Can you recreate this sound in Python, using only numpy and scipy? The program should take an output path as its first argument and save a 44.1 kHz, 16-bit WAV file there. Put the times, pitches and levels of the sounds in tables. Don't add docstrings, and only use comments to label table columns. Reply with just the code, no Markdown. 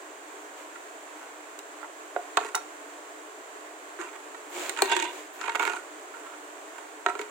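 import sys
import numpy as np
from scipy import signal
from scipy.fft import rfft, irfft, next_fast_len
from scipy.io import wavfile
from scipy.ndimage import uniform_filter1d

SR = 44100
rng = np.random.default_rng(int(sys.argv[2]) if len(sys.argv) > 2 else 0)


def log_audio(samples):
    frames = np.atleast_2d(samples).T
    limited = np.clip(frames, -1, 1)
    pcm = np.round(limited * 32767).astype(np.int16)
    wavfile.write(sys.argv[1], SR, pcm)


N = 322342
TAPS = 2048
GRID = np.fft.rfftfreq(TAPS, 1 / SR)

PORT_BALANCE = [(300, 0), (900, 0.5), (1500, -8.5), (3000, -10), (4200, -2.5), (5900, -3), (7500, -15),
                (10000, -8), (14000, 8)]
PORT_LIKENESS = [(300, 0.67), (900, 0.66), (1600, 0.37), (3000, 0.023), (8000, 0.15)]  # f/Hz, left-right correlation


def amp(db):
    return 10 ** (np.asarray(db) / 20)


def level(x):
    return 10 * np.log10(np.mean(x ** 2) + 1e-20)


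def unit(x):
    return x / amp(level(x.mean(0)))


def curve(points, hz=GRID):
    f, value = np.transpose(points)
    return np.interp(np.log(hz + 1), np.log(f + 1), value)


def bump(hz, width_hz, db):
    return db * np.exp(-(2 * (GRID - hz) / width_hz) ** 2)


def sides(balance_db):
    both = np.array([balance_db, -balance_db]).reshape(2, -1) / 2
    return both - 10 * np.log10(np.mean(amp(both) ** 2, axis=0))


def add(mix, s, sound):
    part = mix[:, max(round(s * SR), 0):][:, :sound.shape[1]]
    part += sound[:, :part.shape[1]]


def colour(x, gain_db):
    cepstrum = irfft(np.log(amp(np.atleast_2d(gain_db))))
    lag = np.arange(TAPS)
    causal_fold = 1 + np.sign(TAPS / 2 - lag) * (lag > 0)
    kernel = irfft(np.exp(rfft(cepstrum * causal_fold)))
    return signal.oaconvolve(x, np.broadcast_to(kernel, (2, TAPS)), axes=1)[:, :x.shape[1]]


def noise_pair(size, likeness, lead_rad=0):
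    padded = next_fast_len(size)
    common, separate = rfft(rng.standard_normal((2, padded)))
    same = np.clip(curve(likeness, np.linspace(0, SR / 2, len(common))), -1, 1)
    right = same * common + np.sqrt(1 - same ** 2) * separate
    return irfft([common * np.exp(1j * lead_rad), right], padded)[:, :size]


def air(level_db=-45, waver_db=0.5, flat_below_hz=245):
    spectrum = [(150, -12), (260, -4.5), (298, -14), (367, -4.5), (429, -4), (546, -7.5), (671, 1.5),
                (811, -7), (1110, -4.5), (1210, -8), (1560, -7.5), (5310, -26.5), (7620, -12.5),
                (10000, -29.5), (16000, -39)]
    peaks = [(307.3, 27, 16), (421.5, 32, 3.5), (510, 92, -1), (675, 116, -3.5), (7930, 890, -3),
             (15300, 3200, 8)]
    balance = [(60, -15), (110, 22.5), (200, -4), (380, 2.5), (700, -2), (1290, -1.5), (2380, -4.5),
               (4400, 1), (8120, -8.5), (15000, 5)]
    likeness = [(60, 0.99), (130, 0.99), (290, 0.97), (640, 0.55), (1410, -0.25), (3100, 0.2),
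                (6820, -0.16), (15000, 0.064)]
    shape_db = curve(spectrum, np.maximum(GRID, flat_below_hz)) + sum(bump(*peak) for peak in peaks)
    rush = colour(noise_pair(N + TAPS, likeness), shape_db + sides(curve(balance)))
    knots = rng.standard_normal(N * 10 // SR)
    waver = np.interp(np.arange(N), np.linspace(0, N, len(knots)), knots)
    return unit(rush[:, TAPS:]) * amp(level_db + waver_db * waver)


def rubbing(gain_db=4, grain_db=1.0, grain_s=0.0034, skew=0.68, sharpness=2.06):
    strokes = [(0.537, 0.18, -54), (1.12, 0.19, -64), (4.495, 0.35, -39.5), (5.061, 0.28, -49),
               (5.316, 0.14, -56)]
    spectrum = [(150, -28), (250, -6), (287, -8.5), (360, 2), (393, -7.5), (662, -5.5), (723, -5),
                (1880, -11), (2200, -7.5), (5630, -21.5), (7190, -10.5), (10500, -28.5), (16000, -26)]
    out = np.zeros((2, N))
    for start, length, db in strokes:
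        t = np.arange(0, length, 1 / SR)
        grain = uniform_filter1d(rng.standard_normal(len(t)), round(grain_s * SR))
        hiss = noise_pair(len(t), PORT_LIKENESS) * amp(grain_db * grain / grain.std())
        hiss = unit(colour(hiss, curve(spectrum) + sides(0.34 * curve(PORT_BALANCE))))
        arch = abs(np.sin(np.pi * (t / length) ** skew)) ** sharpness
        add(out, start, hiss * amp(gain_db + db) * arch)
    return out


def pose(s):
    poses = [(2.45, 0.09, 428, 906), (4.0, 0.09, 353, 923), (4.82, 0.26, 397, 945), (4.925, 0.92, 399, 936),
             (4.97, 0.7, 371, 940), (5.005, 0.63, 363, 920), (5.06, 0.88, 341, 955), (5.419, 0.1, 425, 925),
             (5.5, 0.53, 425, 923), (5.62, 0.24, 416, 935), (5.78, 0, 415, 914), (7.06, 0, 400, 943),
             (7.2, 0.13, 420, 950)]
    when, *columns = np.transpose(poses)
    return [np.interp(s, when, column) for column in columns]


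def wall_modes(s, t, ring, drum_db, spot_modes, lead_rad, drum_t60=0.15, scatter_db=3, detune=0.015):
    modes = [(719, 0.19, 0, -7), (730, 0.034, -23, 11), (985, 0.16, -1.5, -9), (1098, 0.063, 0, -14),
             (1364, 0.09, 9.5, -32), (1469, 0.11, 6, -3), (1560, 0.13, -18, 8.5), (1908, 0.11, -1.5, 1.5),
             (2240, 0.077, -2, 0), (2452, 0.058, 4, 2), (2774, 0.049, 2, 9), (3470, 0.051, -21, 13),
             (3700, 0.094, -7, -5), (4500, 0.023, -1, -28)]
    hoop = (0.11, 2.9, 11.3)
    upright, drum_hz, hoop_hz = pose(s)
    hz, t60, side_db, base_db = np.transpose([(hoop_hz, *hoop), *modes])
    db = side_db + upright * (base_db - side_db) + scatter_db * rng.standard_normal(len(hz))
    hz = hz * (1 + detune * rng.standard_normal(len(hz)))
    hz, t60, db = np.vstack([(drum_hz, drum_t60, drum_db), np.c_[hz, t60, db], *spot_modes]).T
    turns = np.outer(hz, t)
    turns[:2] = np.cumsum(pose(s + t)[1:], axis=1) / SR
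    spread = np.sqrt(-np.log(np.clip(curve(PORT_LIKENESS, hz), .01, 1)))
    phase = np.array([lead_rad + spread * rng.standard_normal(len(hz)), 0 * hz])
    waves = np.exp(2j * np.pi * turns - np.outer(np.log(1000) / (t60 * ring), t))
    return ((amp(db) * np.exp(1j * phase)) @ waves).imag


def shell(s, ring, drum_db=1.8, spot_modes=(), modes_db=-24, flex_t60=0.04, flex_hz=2200,
          crack_db=-2, crack_t60=0.0081, push_db=15, lead_rad=0.13):
    regions = [(266, 147, -13), (600, 430, -4.5), (4080, 900, 0), (5640, 1840, -6.5)]
    port_peak = (7310, 3900, 18.1)
    port_top = (16500, 1500, 6.2)
    t = np.arange(SR // 8) / SR
    clear = amp(modes_db) * wall_modes(s, t, ring, drum_db, spot_modes, lead_rad)
    flex = noise_pair(len(t), PORT_LIKENESS, lead_rad) * amp(-60 * t / (flex_t60 * ring))
    flex = signal.lfilter(*signal.butter(1, flex_hz, fs=SR), flex)
    crack = noise_pair(len(t), PORT_LIKENESS, lead_rad) * amp(crack_db - 60 * t / crack_t60)
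    push = signal.lfilter(*signal.butter(2, flex_hz, fs=SR), amp(push_db) * (t == 0))
    wall_db = sum(bump(*region) for region in regions)
    microphone_db = bump(*port_peak) + bump(*port_top) + sides(curve(PORT_BALANCE))
    return colour(clear + flex + crack + push, wall_db + microphone_db)


def blow(s, level_db, weight_db, hardness_db, pan_db, rise_s, spot,
         attack_s=0.0065, pivot_hz=1244, port_pan_db=-5.5):
    spots = {"shoulder": (0.68, 0.68, [(706, 0.12, 29.5), (586, 0.032, 34.5), (1100, 0.12, 8),
             (1430, 0.057, 19)]), "belly": (0.53, 3.2, [(757, 0.13, 1), (890, 0.12, -12), (1104, 0.13, -2),
             (1560, 0.093, 4), (1780, 0.048, 15), (2550, 0.048, 13), (3130, 0.037, 11)]),
             "rib": (0.82, -2.1, [(1380, 0.06, 15), (1970, 0.035, 17), (3600, .07, -5)]),
             "flank": (0.54, -1, [(718, 0.11, 10.5), (980, 0.07, -2), (1338, 0.064, 16.5),
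             (1880, 0.076, 14), (2270, .04, 8), (3900, 0.054, 14)]), "base": (0.39, 7.2, [(794, 0.086, 17),
             (1125, 0.16, 4), (1540, 0.22, 7), (2370, 0.15, 13), (3950, 0.046, 16), (4290, 0.047, 23),
             (5200, 0.025, 13), (7900, 0.03, 5)]), "waist": (1, -3, [(350, 0.13, 13), (895, 0.14, 6),
             (1170, 0.14, 6), (1530, 0.07, 3)]), "neck": (0.93, 4.3, [(2850, 0.03, 15), (3840, 0.036, 14),
             (5430, 0.02, 11), (6060, 0.025, 5)]), "rim": (0.55, 0.25, [(1439, 0.12, 6), (2235, 0.052, 8)]),
             "heel": (0.9, 2.4, [(3550, 0.051, -3)]), "side": (0.7, -0.5, [(1390, 0.14, 4.5),
             (2194, 0.054, 8)]), "dent": (0.67, 9.2, [(899, 0.091, 8), (3760, 0.07, 16), (4380, 0.04, 16),
             (5650, 0.099, 11.5), (5720, 0.04, 16), (7440, 0.03, -4), (8840, 0.095, -1), (10000, 0.05, 10),
             (11300, .05, -5), (13700, 0.04, 3), (15300, 0.04, 8), (15690, .08, 4)]),
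             "crease": (0.78, 0, [(2970, .03, 3), (3930, 0.029, -1), (6050, 0.028, -21),
             (8500, 0.027, 14)])}
    edges = [250, 600, 1200, 2500, 6000, 10000, 16000]
    contact_db = [-9.5, -4, -1, -7.5, -13, -25]
    ring, hollow_db, spot_modes = spots[spot]
    drum_db = 9.5 + 0.7 * weight_db
    sound = shell(s, ring, drum_db, spot_modes)
    rise = 1 - np.exp(-np.arange(sound.shape[1]) / (rise_s * SR))
    sound = sound * rise * amp(sides(pan_db - port_pan_db))
    bands = list(zip(edges, edges[1:]))
    registers = [signal.butter(3, band, "band", fs=SR, output="sos") for band in bands]
    centres = np.sqrt(np.prod(bands, axis=1))
    tilt_db = hardness_db * np.log2(centres[1:] / pivot_hz)
    band_db = level_db + np.array(contact_db) + np.r_[weight_db, tilt_db]
    band_db += hollow_db * np.array([0, 1, -1, 0, 0, 0])
    for _ in range(2):
        attack = sound.mean(0)[:round(attack_s * SR)]
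        attack_db = np.array([level(signal.sosfilt(register, attack)) for register in registers])
        sound = colour(sound, curve(np.c_[centres, band_db - attack_db]))
    return sound


def nudges():
    touches = [(.756, -44.5, "rib"), (1.215, -51, "belly"), (4.135, -51, "side"), (4.345, -42, "flank"),
               (6.139, -45, "side"), (6.269, -47, "side"), (6.334, -47, "side"), (6.784, -49, "belly")]
    out = np.zeros((2, N))
    for s, db, spot in touches:
        add(out, s, blow(s, db, weight_db=-6.5, hardness_db=-2.5, pan_db=-5, rise_s=0.002, spot=spot))
    return out


def scuffs(slips_per_s=500, ring=0.54):
    slides = [(1.127, 0.19, -51.5), (1.749, 0.11, -52), (4.117, 0.06, -48.5), (6.13, 0.097, -52),
              (6.209, 0.16, -51.5), (6.752, 0.049, -48.5)]
    tone = [(350, -12), (900, 5), (1700, 1), (3000, -4), (7000, -17)]
    out = np.zeros((2, N))
    for start, length, db in slides:
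        t = np.arange(0, length, 1 / SR)
        slips = (rng.random(len(t)) < slips_per_s / SR) * rng.standard_normal(len(t))
        slips *= np.sin(np.pi * t / length)
        tap = colour(shell(start, ring), curve(tone))
        scuff = signal.fftconvolve(tap, slips[None], axes=1)
        add(out, start, scuff * amp(db - level(scuff.mean(0)[:len(t)])))
    return out


def pops():
    snaps = [(1.59, -50, -1, "neck"), (2.371, -41.5, -15, "crease"), (2.5514, -35, -2, "dent"),
             (2.5613, -51, 3, "crease"), (4.6946, -37.5, -8, "crease"), (4.8206, -32.5, -1, "crease")]
    out = np.zeros((2, N))
    for s, db, pan_db, spot in snaps:
        add(out, s, blow(s, db, weight_db=-2, hardness_db=7, pan_db=pan_db, rise_s=0.0003, spot=spot))
    return out


def knocks():
    # t/s, level/dB, weight/dB, hardness/(dB per octave), left-right/dB, rise/s, spot
    impacts = [(1.829, -39.5, -10, -9, -16, 0.0006, "rib"), (1.842, -39, -20, -8.5, -3, 0.0023, "rib"),
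               (2.163, -25.5, 7.5, -8.5, -9.5, 0.00013, "shoulder"),
               (2.188, -46, 3, -18, -6, 0.0045, "shoulder"), (2.3706, -18.5, -2, -0.5, -6, 0.002, "belly"),
               (2.4103, -36, 6.5, -1, -3, 0.0011, "belly"), (2.447, -42.5, 12.5, 2.5, -6, 0.0016, "belly"),
               (2.5467, -26.5, -13, -3.5, -9, 0.00018, "rib"), (2.557, -35, -12, -6.5, -5, 0.00091, "heel"),
               (2.5742, -37.5, -6, -4, -12, 0.00071, "rib"), (3.988, -41.5, 10.5, -4, -3, 0.0016, "waist"),
               (4.009, -40, 5.5, -6, -7, 0.0032, "waist"), (4.8203, -21.5, 5.5, 3.5, -1, 0.00035, "base"),
               (4.9655, -27, 2.5, 2.5, -5.5, 0.00036, "heel"), (5.4805, -32.5, -4, -9.5, -4, .0007, "heel"),
               (7.0625, -18.5, -2, -3.5, -6, 0.00012, "flank"), (7.086, -28, -1, -5, -6, 0.00028, "flank"),
               (7.0986, -30.5, -16, -8, -11, 0.0026, "rib"), (7.1522, -35.5, 6.5, -2.5, -7, 0.0005, "side"),
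               (7.191, -34, 4, 0, -5, 0.0017, "side"), (7.213, -39.5, 5.5, 2.5, -2.5, 0.0018, "side")]
    out = np.zeros((2, N))
    for s, *contact in impacts:
        add(out, s, blow(s, *contact))
    return out


def treats(per_s=700, size_db=4, split_hz=3000, ring=0.49, slide_s=.025, clear_db=-21):
    shakes = [
        [(2.39, -47), (2.45, -43.5), (2.49, -42.5), (2.51, -63)],
        [(3.995, -41.5), (4.04, -45.5), (4.07, -50)],
        [(4.755, -49), (4.79, -36), (4.875, -40), (4.925, -27.5), (4.955, -35.5), (5.0, -35), (5.06, -37.5),
         (5.1, -44.5), (5.14, -69)],
        [(5.39, -48), (5.425, -42), (5.495, -44.5), (5.585, -59), (5.61, -38), (5.68, -38.5), (5.77, -40.5),
         (5.81, -56)],
        [(7.09, -37), (7.14, -67), (7.2, -44.5), (7.28, -64)],
    ]
    tone = [(300, -1), (420, -2), (560, -18), (950, 0), (1400, 2.5), (2500, 0), (3600, -9.5), (5200, -7),
            (8500, -11.5), (10500, -10.5), (16000, -19)]
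    base_tone = [(370, 10.5), (600, 8), (950, 6), (1300, -13.5), (2400, 6.5), (3600, 15.5), (5000, -5),
                 (7500, -10), (12000, -7)]
    out = np.zeros((2, N))
    step, chance = round(slide_s * SR), per_s / SR
    halves = [signal.butter(3, split_hz, kind, fs=SR, output="sos") for kind in ("low", "high")]
    lands = rng.random(N) < chance
    sizes = amp(size_db * (np.minimum(rng.exponential(1, N), 2) - 0.5))
    hits = lands * sizes / np.sqrt(chance)
    for shake in shakes:
        times, db = np.transpose(shake)
        for first in range(round(times[0] * SR), min(round(times[-1] * SR), N - step), step):
            s, span = first / SR, first + np.arange(step)
            upright = pose(s)[0]
            spot = shell(s, ring, modes_db=clear_db + 0.5 * upright)
            spot = colour(spot, curve(tone) + upright * curve(base_tone))
            force = hits[span] * amp(np.interp(span / SR, times, db))
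            treble_db = -10.5 + 3.5 * upright
            for half, gain in zip(halves, (1, amp(treble_db))):
                tap = signal.sosfilt(half, spot)
                tap *= gain / np.linalg.norm(tap.mean(0))
                add(out, s, signal.fftconvolve(tap, force[None], axes=1))
    return out


def clumps(side_weight_db=-7.5, upright_extra_db=9.5):
    landings = [(4.0131, -50, 7.5, -13, 0.0015), (4.764, -43, 4, -10, 0.00088),
                (4.7738, -37, 3.5, -8, 0.00017), (4.789, -33, 1.5, -7, 0.00049),
                (4.856, -38, 3, 8, 0.00072), (4.876, -39, 1, -4, .0005), (4.8955, -33.5, 3, -6, 0.0017),
                (4.915, -28, 3, -4, 0.0032), (4.9205, -33, 4.5, -11, 0.002), (4.9295, -39, 6, -4, 0.00084),
                (4.9375, -39, 2.5, -3, 0.0005), (4.949, -34, 3.5, -7, 0.0012), (4.991, -36, 4, -7, 0.0005),
                (4.999, -34.5, 5.5, -5, 0.00051), (5.023, -41, 8, -13, 0.00055),
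                (5.0415, -47, 8.5, -11, 0.00041), (5.049, -35.5, 1.5, -7, 0.0025),
                (5.0925, -43, 2, -3, 0.00091), (5.4125, -36.5, 3, 7, 0.00032), (5.439, -34, -1, -8, 0.0013),
                (5.46, -44, 3.5, -11, .001), (5.478, -32, 0.5, -12, 0.0032), (5.494, -30, 0.5, -4, 0.00088),
                (5.519, -39, 0.5, -4, .0006)]
    tone = [(4000, -0.5), (8000, -4.5), (12000, -13)]
    out = np.zeros((2, N))
    for s, db, hardness_db, pan_db, spread_s in landings:
        upright = pose(s)[0]
        weight_db = side_weight_db + upright_extra_db * upright
        spot = "heel" if upright > .5 else "side"
        add(out, s, blow(s, db, weight_db, hardness_db, pan_db, spread_s, spot))
    return colour(out, curve(tone))


def high_hiss(fade_db=11, ramp_s=0.004):
    bursts = [(4.495, 0.09, -55), (4.823, 0.085, -48), (5.112, 0.14, -62), (5.33, 0.09, -55)]
    spectrum = [(7000, -25), (10000, -6), (13000, -2), (15500, -3)]
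    out = np.zeros((2, N))
    for start, length, db in bursts:
        t = np.arange(0, length, 1 / SR)
        hiss = unit(colour(noise_pair(len(t), PORT_LIKENESS), curve(spectrum)))
        ramps = np.minimum(np.minimum(t, length - t) / ramp_s, 1)
        add(out, start, hiss * amp(db - fade_db * t / length) * ramps)
    return out


def bounces(weight_db=-4):
    hops = [(5.548, -29, -2, -9, 0.0024), (5.554, -26.5, 1.5, -6, .001), (5.56, -33.5, 1.5, -13, 0.00029),
            (5.595, -26.5, 1, -5.5, 0.0024), (5.602, -27, -4, -5.5, .0008), (5.61, -32, -3, -11, 0.00051),
            (5.622, -30, -0.5, -1, .001), (5.6277, -27.5, 0.5, -9, 0.0011), (5.635, -32.5, 0, -7, .0006),
            (5.643, -39, 1, -8, .0008), (5.652, -32.5, 3, -9, 0.00081), (5.663, -36, 1, -7, .0008),
            (5.669, -34, 2, -14, 0.00093), (5.6762, -27, -0.5, -6, 0.00063),
            (5.697, -31, -0.5, -9, 0.00068), (5.716, -39, -1, -4, 0.0009), (5.734, -35, -1.5, -4, .0015),
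            (5.766, -40, 0, -6, 0.0013)]
    tone = [(2500, 0.5), (8000, -4.5), (12000, 1)]
    out = np.zeros((2, N))
    for s, db, hardness_db, pan_db, rise_s in hops:
        add(out, s, blow(s, db, weight_db, hardness_db, pan_db, rise_s, "rim"))
    return colour(out, curve(tone))


def room(x, wet_db=-14, first_s=0.0079):
    decay = [(300, 0.32), (1000, 0.27), (4000, 0.3), (12000, 0.19)]
    hz, t, spectra = signal.stft(noise_pair(SR // 2, PORT_LIKENESS), SR, nperseg=256)
    tail = signal.istft(spectra * amp(-60 * t / curve(decay, hz)[:, None]), SR)[1]
    tail *= np.arange(tail.shape[1]) > first_s * SR
    tail /= np.linalg.norm(tail[0])
    return x + amp(wet_db) * signal.fftconvolve(x, tail, axes=1)[:, :N]


def scene():
    bottle = knocks() + nudges() + pops() + bounces()
    close = bottle + clumps() + treats() + rubbing() + high_hiss() + scuffs()
    return room(close) + air()


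def record(dry, low_cut_hz=281, faint_bass_db=-39, top_hz=16100):
    low_cut = signal.cheby1(N=8, rp=.5, Wn=low_cut_hz, btype="high", fs=SR, output="sos")
    band_limit = signal.firwin(511, top_hz, window=("kaiser", 9), fs=SR)
    thin = signal.sosfilt(low_cut, dry) + amp(faint_bass_db) * dry
    return signal.oaconvolve(thin, band_limit[None], "same")


dry = scene()
out = record(dry)
log_audio(out)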